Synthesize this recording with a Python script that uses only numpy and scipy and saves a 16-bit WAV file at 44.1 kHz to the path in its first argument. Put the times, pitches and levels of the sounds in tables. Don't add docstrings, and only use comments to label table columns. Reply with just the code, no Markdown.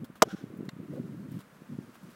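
import sys
import numpy as np
from scipy import signal
from scipy.fft import rfft, irfft, next_fast_len
from scipy.io import wavfile
from scipy.ndimage import map_coordinates

SR = 44100
rng = np.random.default_rng(int(sys.argv[2]) if len(sys.argv) > 2 else 0)


def wrap_up_sound(samples):
    columns = np.atleast_2d(samples).T
    tamed = np.clip(columns, -1, 1)
    steps = np.round(tamed * 32767).astype(np.int16)
    wavfile.write(sys.argv[1], SR, steps)


N = 94815


def amp(db):
    return 10 ** (np.asarray(db) / 20)


def unit(x):
    return x / np.sqrt(np.mean(x ** 2) + 1e-20)


def clock():
    return np.arange(N) / SR


def filtered(x, response):
    size = next_fast_len(N + SR // 2)
    return irfft(rfft(x, size) * response(np.fft.rfftfreq(size, 1 / SR)), size)[:N]


def colour(points):
    f, db = np.transpose(points)
    return lambda hz: amp(np.interp(np.log(hz + 1), np.log(f + 1), db))


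def noise(response):
    return unit(filtered(rng.standard_normal(N), response))


def wobble(rate):
    return map_coordinates(rng.standard_normal(int(N * rate / SR) + 4), [clock() * rate])


def struck(start, rise, t60):
    age = np.maximum(clock() - start, 0)
    return (1 - np.exp(-age / rise)) * np.exp(-np.log(1000) * age / t60)


# f/Hz, level/dB
AIR_SPECTRUM = [(15, -32), (25, 7), (82, -3.5), (204, 13.5), (368, -2.5), (495, 2), (598, -0.5),
                (826, -8.5), (919, -3), (1340, -2), (5280, -23.5), (15500, -24)]

def open_air(level_db=-57, waver_db=.5):
    return amp(level_db + waver_db * wobble(3.3)) * noise(colour(AIR_SPECTRUM))


def eddy(edge_hz, low_hz=123, low_order=6.3, high_order=4.25):
    def band(hz):
        below = 1 + (low_hz / (hz + 1)) ** (2 * low_order)
        above = 1 + (hz / edge_hz) ** (2 * high_order)
        return 1 / np.sqrt(below * above)
    return band


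# start t/s, end t/s, rms level/dB, upper edge f/Hz
WIND_GUSTS = [(0, 0.047, -40, 270), (0.254, 0.283, -41, 376.6), (0.382, 0.491, -50, 318),
              (0.495, 0.582, -45, 350), (.585, 0.676, -44.5, 380), (0.784, 0.863, -45, 303),
              (0.883, 0.934, -39.5, 285), (0.933, 0.997, -39.5, 420), (0.995, 1.068, -39.5, 290),
              (1.075, 1.277, -43, 249), (1.278, 1.394, -40.5, 229), (1.692, 1.763, -41.5, 267),
              (1.783, 1.853, -50, 269), (1.876, 1.904, -49, 290), (2.031, 2.059, -46.5, 277),
              (2.063, 2.103, -52.5, 290)]

def wind_gusts(edge_s=.0042, sputter_db=2):
    t, out = clock(), np.zeros(N)
    for start, end, db, edge_hz in WIND_GUSTS:
        gate = (np.tanh((t - start) / edge_s) - np.tanh((t - end) / edge_s)) / 2
        flutter = gate * noise(eddy(edge_hz)) * amp(sputter_db * wobble(90))
        out += amp(db) * flutter * np.linalg.norm(gate) / np.linalg.norm(flutter)
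    return out


# t/s, peak level/dB, upper edge f/Hz
WIND_PUFFS = [(.035, -28, 284), (0.102, -35, 296), (.331, -30.5, 248), (.339, -26.5, 255),
              (.347, -25.5, 278), (0.441, -26, 300), (.459, -40, 327), (0.591, -30.5, 251),
              (.608, -26.5, 320), (.632, -34, 330), (.685, -28, 267), (.735, -36, 190), (.767, -35, 260),
              (.802, -30, 280), (1.001, -26, 232), (1.147, -35.5, 320), (1.371, -30, 251),
              (1.621, -38.5, 324), (1.735, -34, 255), (1.789, -25, 273)]

def wind_puffs():
    out = np.zeros(N)
    for start, db, edge_hz in WIND_PUFFS:
        impulse = signal.unit_impulse(N, round(start * SR))
        phase_turn = np.exp(2j * np.pi * rng.random())
        thump = filtered(impulse, lambda hz: eddy(edge_hz)(hz) * phase_turn)
        out += amp(db) * thump / np.abs(thump).max()
    return out


# t/s, level/dB
ROLL_LEVELS = [(.21, -106), (.25, -67), (.55, -74.5), (.72, -83), (.95, -68), (1.4, -70), (1.65, -68.5),
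               (2.15, -64)]
# f/Hz, level/dB
ROLL_SPECTRUM = [(100, -9.5), (400, 5.5), (1300, 8.5), (2500, -2.5), (5000, -2), (16000, -10)]
# centre t/s, level/dB, half length t/s
SCUFF_STROKES = [(.175, -63, .012), (0.954, -64, 0.029), (1.34, -61.5, 0.029), (1.404, -61.5, .016),
                 (1.954, -59, 0.0098), (2.107, -63.5, 0.027)]
# f/Hz, level/dB
SCUFF_SPECTRUM = [(200, 12.5), (850, 0), (1250, 8), (1700, 6), (2400, 5), (3400, 4), (6000, -4),
                  (16000, -2.5)]

def wheels(waver_db=1.0, grit_db=3.0):
    t = clock()
    roll_db = np.interp(t, *np.transpose(ROLL_LEVELS)) + waver_db * wobble(40)
    roll = amp(roll_db) * noise(colour(ROLL_SPECTRUM))
    strokes = sum(amp(db) * np.exp(-.5 * ((t - centre) / half) ** 2)
                  for centre, db, half in SCUFF_STROKES)
    grit = unit(noise(colour(SCUFF_SPECTRUM)) * amp(grit_db * wobble(500)))
    return roll + strokes * grit


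# t/s, level/dB, tilt/(dB per octave)
GRIT_TICKS = [(0.044, -47, 0.5), (0.155, -48, -1.5), (.572, -59, 6.5), (0.652, -58, 1.5), (1.316, -52.5, 9),
              (1.389, -51.5, -0.5), (1.405, -50, 0), (1.953, -51.5, -2), (2.032, -59.5, 5)]
# f/Hz, level/dB
TICK_SPECTRUM = [(300, 7), (1500, 13), (2400, -7.5), (3400, 3), (6000, -5), (15000, -4)]

def ticks():
    out = np.zeros(N)
    for start, db, tilt_db in GRIT_TICKS:
        tilted = lambda hz: colour(TICK_SPECTRUM)(hz) * amp(tilt_db * np.log2(hz + 1))
        out += amp(db) * noise(tilted) * struck(start, rise=.0002, t60=.061)
    return out


# delay t/s, level/dB, rise t/s, t60/s
TREE_ECHOES = [(.024, -43, 0.0055, 0.24), (0.062, -37, .001, .08), (0.075, -32.5, .014, .14),
               (0.131, -36.5, 0.016, .3), (.17, -61, .003, .1)]
# f/Hz, level/dB
TREE_SPECTRUM = [(200, -9), (690, -7), (790, 3.5), (880, -11.5), (1180, -7), (1450, 2), (1750, -7.5),
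                 (2400, -16.5), (3400, -10), (4500, -18.5), (5700, -15), (8000, -26), (15000, -32)]

def tree_echoes(knocks):
    energy_response = np.zeros(N)
    for delay, db, rise, t60 in TREE_ECHOES:
        tail = struck(delay, rise, t60)
        energy_response += (amp(db) * tail / np.linalg.norm(tail)) ** 2
    power = np.abs(signal.fftconvolve(knocks ** 2, energy_response)[:N])
    return np.sqrt(power) * noise(colour(TREE_SPECTRUM))


# t/s, level/dB
RATTLE_CLICKS = [(0.69, -35.5)]
# f/Hz, level/dB
CLICK_SPECTRUM = [(300, -8), (1100, 2), (2100, 0.5), (3200, -9), (4000, -2), (5300, -15), (7300, -11),
                  (10000, -20.5), (15000, -21)]
# f/Hz, level/dB, t60/s
LOOSE_PART_MODES = [(1066, -8.5, .035), (2066, -9.5, 0.029), (2780, -12, .03), (3700, -11.5, .035),
                    (4050, -11, 0.034)]

def rattle():
    out = np.zeros(N)
    for start, db in RATTLE_CLICKS:
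        age = clock() - start
        ring = sum(amp(mode_db) * np.sin(2 * np.pi * hz * age) * struck(start, rise=.0003, t60=t60)
                   for hz, mode_db, t60 in LOOSE_PART_MODES)
        click = noise(colour(CLICK_SPECTRUM)) * struck(start, rise=.00035, t60=.023)
        out += amp(db) * (ring + click)
    return out


# t/s, ring level/dB, crack level/dB, hardness as cutoff f/Hz
LANDING_CONTACTS = [(0.221, -16, -18, 9000), (0.2232, -42, -13, 9000), (0.2244, -8, -33.5, 410),
                    (0.2286, -11, -31, 270), (0.2328, -29.5, -34.5, 830)]
# f/Hz, level/dB, t60/s
FRAME_MODES = [(201, 4.5, 0.0088), (350, -4, .04), (430, 1.5, 0.041), (639, 7, .036), (765, 0.5, .042),
               (1030, 7.5, 0.032), (1116, 5.5, .015), (1215, 5, .03), (1340, -8, 0.021), (2077, -18, .033),
               (2980, -14.5, 0.077), (3300, -15, 0.059), (5110, -8, 0.018), (5700, -6, .018)]
# f/Hz, level/dB
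CRACK_SPECTRUM = [(60, -23), (300, -6), (1300, 1.5), (1900, -11.5), (3500, -3.5), (4300, -6.5), (5600, -1),
                  (8500, -8), (10000, -13), (15000, -14)]

def landing(choke_s=.02):
    t, out = clock(), np.zeros(N)
    for start, ring_db, crack_db, hardness_hz in LANDING_CONTACTS:
        for hz, mode_db, t60 in FRAME_MODES:
            gain = amp(ring_db + mode_db) / np.sqrt(1 + (hz / hardness_hz) ** 4)
            out += gain * np.cos(2 * np.pi * hz * (t - start)) * struck(start, rise=.00032, t60=t60)
        out += amp(crack_db) * noise(colour(CRACK_SPECTRUM)) * struck(start, rise=.0002, t60=.021)
    since_touchdown = np.maximum(t - LANDING_CONTACTS[0][0], 0)
    return out / (1 + (since_touchdown / choke_s) ** 6)


def scene():
    knocks = landing() + rattle()
    air = open_air()
    scooter = knocks + tree_echoes(knocks) + wheels() + ticks()
    wind = wind_puffs() + wind_gusts()
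    return (air + wind + scooter)[None]


def record(dry):
    low_cut_hz, top_hz, fade_width_hz = 72, 15900, 200
    thin = signal.sosfilt(signal.butter(2, low_cut_hz, 'high', fs=SR, output='sos'), dry)
    band_limit = lambda hz: np.clip((top_hz - hz) / fade_width_hz + .5, 0, 1)
    return np.array([filtered(channel, band_limit) for channel in thin])


dry = scene()
out = record(dry)
wrap_up_sound(out)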